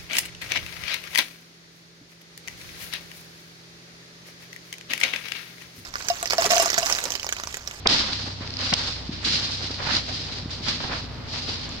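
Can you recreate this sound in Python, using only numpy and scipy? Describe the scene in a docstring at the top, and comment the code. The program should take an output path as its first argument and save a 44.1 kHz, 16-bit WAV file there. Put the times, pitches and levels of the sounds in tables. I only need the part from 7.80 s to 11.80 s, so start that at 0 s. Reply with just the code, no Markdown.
"""Dry leaves rustle on forest ground, very close to a microphone with two ports.
Each sweep is a shower of tiny crackles that ring the two ports separately, and a few ticks stand out.
Firmer contact adds duller scuffs, soft bumps and two sharp snaps.
Light wind murmurs underneath, and a far engine hums as it slowly loses speed."""
import sys
import numpy as np
from scipy import signal
from scipy.fft import rfft, irfft
from scipy.io import wavfile
from scipy.ndimage import uniform_filter1d

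SR = 44100
rng = np.random.default_rng(int(sys.argv[2]) if len(sys.argv) > 2 else 0)


def transcribe(signal):
    """Save signal, clipped to [-1, 1], as a 16-bit WAV file at the path in sys.argv[1]."""
    frames = np.atleast_2d(signal).T
    limited = np.clip(frames, -1, 1)
    pcm = np.round(limited * 32767).astype(np.int16)
    wavfile.write(sys.argv[1], SR, pcm)


N = 176400
TIME = np.arange(N) / SR
FREQ = np.arange(N // 2 + 1) * SR / N


def undb(db):
    """Amplitude ratio of a level in decibels."""
    return 10 ** (np.asarray(db) / 20)


def unit(x):
    """Normalisation of each channel to rms 1."""
    return x / np.sqrt(np.mean(x ** 2, axis=-1, keepdims=True))


def colour(x, spectrum):
    """Spectral shaping by (frequency [Hz], level [dB]) points; white noise keeps its power."""
    hz, db = np.array(spectrum).T
    gain = undb(np.interp(np.log(np.maximum(FREQ, 1)), np.log(hz), db))
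    return irfft(rfft(x) * unit(gain), N)


def wander(rate_hz):
    """Slow random modulation: smoothed Gaussian steps of rms 1."""
    k = max(int(SR / rate_hz), 2)
    steps = np.repeat(rng.standard_normal(N // 100)[:N // k + 2], k)
    return unit(uniform_filter1d(uniform_filter1d(steps, k), k)[:N])


def pan(db):
    """Channel gains for a level difference, left minus right."""
    return undb(np.array([[db], [-db]]) / 2)


def crackles(per_s, spread_db):
    """Shot noise: random impulses of unequal size, independent at the two ports."""
    size = undb(spread_db * np.minimum(rng.exponential(size=(2, N)), 4))
    occurs = rng.random((2, N)) < per_s / SR
    return unit(occurs * size * rng.choice([-1, 1], (2, N)))


def stroke(start, rise, hold, fade_db_s):
    """Envelope with a linear rise, a plateau and an exponential decay."""
    t = TIME - start
    return np.clip(t / rise, 0, 1) * undb(-fade_db_s * np.maximum(t - rise - hold, 0))


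def burst(noise, at, width_s, db):
    """Noise under a Gaussian window, with rms level db at its crest."""
    bell = np.exp(-.5 * ((TIME - at) / width_s).clip(-10, 10) ** 2)
    return unit(noise * bell) * np.sqrt(np.mean(bell ** 2)) * undb(db)


def share_bass(x, corner_hz):
    """Low-frequency coherence: long waves reach both ports alike."""
    apart = FREQ / np.hypot(FREQ, corner_hz)
    mid, side = rfft(x[0] + x[1]) / 2, rfft(x[0] - x[1]) / 2
    return irfft(mid * np.sqrt(2 - apart ** 2) + side * apart * np.array([[1], [-1]]), N)


# Line spectrum of the engine (harmonic number, rms level [dB])
ENGINE_HARMONICS = [(2, -46), (3, -43.5), (4, -53), (5, -52), (8, -53.5)]
def engine(start_hz=32.44, sag_hz_s=0.57, waver_db=2, waver_rad=0.44):
    """Harmonic series on a falling fundamental; each partial wavers in level and phase."""
    phase = 2 * np.pi * np.cumsum(start_hz - sag_hz_s * TIME) / SR
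    out = np.zeros(N)
    for k, db in ENGINE_HARMONICS:
        amplitude = np.sqrt(2) * undb(db - waver_db * wander(5.98))
        offset = 2 * np.pi * rng.random() + waver_rad * wander(9)
        out += amplitude * np.sin(k * phase + offset)
    return out


# Wind spectra, in phase and in antiphase at the ports (frequency [Hz], relative density [dB])
WIND_MID_SPECTRUM = [(20, -6.5), (45, -10.5), (80, 3.5), (120, 7), (170, -4.5), (250, -3), (350, -8.5),
                     (600, -9), (1300, -14), (2500, -18), (4500, -28.5), (7000, -45.5), (11000, -48.5),
                     (16000, -51)]
WIND_SIDE_SPECTRUM = [(20, 5), (60, -1), (120, 4), (250, -0.5), (500, -3.5), (1300, -6), (2500, -12),
                      (4500, -12), (7000, -31), (11000, -40), (16000, -42)]
def wind(mid_db=-41.5, side_db=-46.5, flutter_db=1, rise_db_s=1):
    """Partially coherent noise: a low murmur that flutters and slowly grows."""
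    mid, side = (colour(rng.standard_normal(N) * undb(flutter_db * wander(25.08)), spectrum)
                 for spectrum in (WIND_MID_SPECTRUM, WIND_SIDE_SPECTRUM))
    swell = undb(rise_db_s * (TIME - N / SR / 2))
    return swell * (undb(mid_db) * mid + undb(side_db) * side * np.array([[1], [-1]]))


# Soft knocks (time [s], peak level [dB], spectral peak [Hz])
SOFT_KNOCKS = [(0.062, -23, 257), (0.157, -28, 220), (0.443, -32, 202), (.477, -26.5, 226),
               (0.61, -25.5, 205), (.932, -24.5, 140), (1.2951, -18.5, 190), (1.317, -30, 223),
               (1.473, -24, 286), (1.845, -29, 280), (1.907, -24.5, 280), (2.167, -28, 220),
               (2.634, -24.5, 139), (2.660, -22, 200), (2.809, -26, 205), (3.242, -33, 230),
               (3.532, -27, 218), (3.692, -27, 304)]
def bumps():
    """A soft impact gives one smooth pressure pulse with its rebound, alike at both ports."""
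    out = np.zeros(N)
    for at, db, hz in SOFT_KNOCKS:
        u = (np.pi * hz * (TIME - at)).clip(-10, 10) ** 2
        out += undb(db) * (2 * u - 1) * np.exp(-u)  # second derivative of a Gaussian
    return out


# Spectrum of a scuff (multiple of its centre frequency, relative density [dB])
SCUFF_SPECTRUM = [(.07, 0), (.25, -9.5), (.5, -1.5), (1, 0), (1.5, -1.5), (2.2, -5), (4.5, -15), (10, -77)]
# Firm contacts (start [s], rise [s], hold [s], level [dB], left minus right [dB], centre [Hz])
SCUFF_STROKES = [(0.055, .02, .11, -33, -7.5, 1080), (0.196, 0.023, 0.11, -38, -8.5, 1050),
                 (0.386, 0.0066, 0.0062, -37, -7, 1130), (0.458, 0.0066, 0.0088, -37, -2, 686),
                 (0.6, 0.0086, 0.035, -40.5, -3, 1100), (0.766, 0.041, 0.074, -36.5, -8.5, 1210),
                 (0.933, 0.011, 0.14, -38.5, -7.5, 1070), (1.152, 0.0036, .003, -43, -4, 990),
                 (1.416, 0.026, 0.039, -36, -9, 1760), (1.524, .03, .15, -43, -10.5, 1100),
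                 (1.801, 0.0056, 0.017, -37, -9, 780), (1.89, .006, 0.0063, -42.5, -10, 700),
                 (1.975, 0.015, 0.051, -34.5, -2, 1090), (2.049, 0.042, 0.073, -31, -8.5, 1240),
                 (2.276, 0.0058, 0.0088, -37, -3, 660), (2.48, 0.0077, 0.0089, -39, -2, 1240),
                 (2.558, 0.0083, 0.01, -43, 0, 1000), (2.689, 0.01, 0.0081, -43.5, -5, 1680),
                 (2.861, 0.0087, 0.014, -29.5, -9.5, 1470), (2.913, .008, .008, -59, -4, 1200),
                 (2.994, 0.0085, .008, -34, -1, 820), (3.03, 0.0084, 0.014, -41, -7, 700),
                 (3.092, 0.0018, 0.0035, -35, -3, 950), (3.109, 0.0096, 0.015, -29.5, -2.5, 1150),
                 (3.162, 0.0067, 0.01, -42, -5, 1250), (3.436, 0.014, .01, -41.5, 1, 1380),
                 (3.533, 0.005, .007, -32.5, 2, 1280), (3.66, 0.017, 0.078, -43, -4, 794),
                 (3.863, 0.0049, 0.0071, -42.5, -5, 796)]
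def scuffs(flicker_db=2, fade_db_s=253):
    """Stick-slip friction: firmer contact catches and slips unevenly, mostly on the right."""
    catches = crackles(per_s=2600, spread_db=3.5) * undb(flicker_db * wander(110))
    out = np.zeros((2, N))
    for start, rise, hold, db, side_db, hz in SCUFF_STROKES:
        spectrum = [(k * hz, level) for k, level in SCUFF_SPECTRUM]
        friction = catches * stroke(start, rise, hold, fade_db_s)
        out += colour(friction, spectrum) * undb(db) * pan(side_db)
    return out


# Spectra of a snap's rub and release (frequency [Hz], relative density [dB])
RUB_SPECTRUM = [(80, -3), (250, 5.5), (700, 6), (1300, -1), (2300, 0), (3300, -11), (6000, -55),
                (12000, -65)]
RELEASE_SPECTRUM = [(200, -40), (2200, -14), (3200, 3), (4400, 0.5), (5000, 3), (6000, -7.5), (8000, -18),
                    (11000, -43), (16000, -42)]
# Snaps (release time [s], rub level [dB], release level [dB], release left minus right [dB])
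SNAP_EVENTS = [(0.0731, -16, -8, -3), (0.9392, -18.5, -10.5, 1)]
def snaps(rub_lead_s=0.0098):
    """Sudden release of stress: a dull rub gives way in a bright transient."""
    rub = share_bass(colour(rng.standard_normal((2, N)), RUB_SPECTRUM), corner_hz=700)
    release = colour(rng.standard_normal((2, N)), RELEASE_SPECTRUM)
    out = np.zeros((2, N))
    for at, rub_db, release_db, side_db in SNAP_EVENTS:
        out += burst(rub, at - rub_lead_s, width_s=0.004, db=rub_db)
        out += burst(release, at, width_s=0.0016, db=release_db) * pan(side_db)
    return out


# Spectrum of a tick (multiple of its pitch, relative density [dB])
TICK_SPECTRUM = [(.1, -35), (.5, -6), (.75, -14), (1, 5.5), (1.15, -0.5), (1.4, -20), (2, -38.5), (3, -65)]
# Single crackles that stand out of the rustle (time [s], level [dB], pitch [Hz])
TICK_EVENTS = [(0.332, -21.5, 3960), (0.676, -27, 4300), (.706, -28, 4600), (0.7396, -26, 4600),
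               (.770, -22.5, 4670), (.791, -24, 4540), (1.9145, -25.5, 4700), (1.944, -29, 4000),
               (2.151, -17.5, 4120), (2.168, -12.5, 4130), (2.586, -28, 4500), (2.886, -18.5, 4700),
               (3.893, -37, 6550)]
def ticks(width_s=0.001):
    """Band-limited transients: a spectral peak gives each dry crackle its pitch."""
    noise = rng.standard_normal((2, N))
    out = np.zeros((2, N))
    for at, db, hz in TICK_EVENTS:
        spectrum = [(k * hz, level) for k, level in TICK_SPECTRUM]
        out += burst(colour(noise, spectrum), at, width_s, db)
    return out


# Spectrum of the crackles at the ports (frequency [Hz], relative density [dB])
RUSTLE_SPECTRUM = [(60, -24), (250, -3.5), (700, -26), (1500, -13), (2500, -9), (3300, -5), (4200, -0.5),
                   (4900, -1), (5700, -10), (7000, -21), (9000, -34.5), (11500, -50.5), (16000, -65)]
# Sweeps of rustle (start [s], rise [s], hold [s], level [dB], decay [dB/s], tilt [dB/octave])
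RUSTLE_SWEEPS = [(.08, 0.019, 0.071, -19, 93, 0), (0.303, 0.029, .018, -29.5, 74, 0.5),
                 (0.385, 0.013, 0.071, -37, 65, 2.5), (0.592, 0.025, 0.23, -40, 53, 0),
                 (0.778, 0.036, 0.03, -26.5, 39, 0.5), (0.943, 0.039, 0.11, -29, 110, 1.5),
                 (1.295, 0.034, 0.064, -37.5, 50, -2.5), (1.441, 0.0077, 0.098, -23, 76, 0.35),
                 (1.618, .03, 0.028, -30.5, 63, 0), (1.705, 0.0072, .02, -30, 70, 2),
                 (1.8, .025, .028, -32, 150, -1), (1.902, 0.0092, 0.041, -34, 96, 1),
                 (1.984, 0.13, .03, -25.5, 147, 0), (2.103, 0.04, 0.04, -24.5, 270, 0),
                 (2.21, 0.086, 0.089, -30.5, 60, 0), (2.493, 0.031, 0.066, -36, 134, 0),
                 (2.702, 0.0087, 0.007, -30, 224, 0.5), (2.737, .012, .015, -39.5, 125, 2.5),
                 (2.81, 0.031, 0.12, -31.5, 85, -0.5), (2.875, 0.011, 0.011, -22, 300, 0),
                 (2.989, 0.024, 0.04, -30.5, 110, -1.5), (3.109, 0.019, 0.037, -32, 119, 0),
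                 (3.461, 0.093, 0.042, -31, 58, .5), (3.644, 0.048, 0.038, -29, 102, -.5),
                 (3.82, 0.0082, 0.11, -37, 90, -1)]
def rustle(rest_db=-46.5, hiss_gain=0.64, flicker_db=1.14, side_db=-0.45):
    """Superposed impulses: dense leaf crackles merge into sweeps over a faint resting rustle."""
    grains = unit(crackles(per_s=5000, spread_db=3) + hiss_gain * rng.standard_normal((2, N)))
    flicker = undb(flicker_db * wander(90))
    out = undb(rest_db) * colour(grains * flicker, RUSTLE_SPECTRUM)
    for start, rise, hold, db, fade_db_s, tilt in RUSTLE_SWEEPS:
        shower = np.roll(grains, rng.integers(N), axis=1) * flicker
        spectrum = [(hz, level + tilt * np.log2(hz)) for hz, level in RUSTLE_SPECTRUM]
        out += undb(db) * colour(shower * stroke(start, rise, hold, fade_db_s), spectrum)
    return out * pan(side_db)


def scene():
    """Linear superposition of close rustle and knocks with wind and engine hum."""
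    leaves = share_bass(rustle() + scuffs(), corner_hz=420)
    return leaves + snaps() + ticks() + bumps() + wind() + engine()


def record(dry, cutoff_hz=15800):
    """Hard limiting at full scale, then an elliptic low-pass filter."""
    low_pass = signal.ellip(8, .2, 70, cutoff_hz, fs=SR, output="sos")
    return signal.sosfilt(low_pass, np.clip(dry, -1, 1))


dry = scene()
out = record(dry)
transcribe(out)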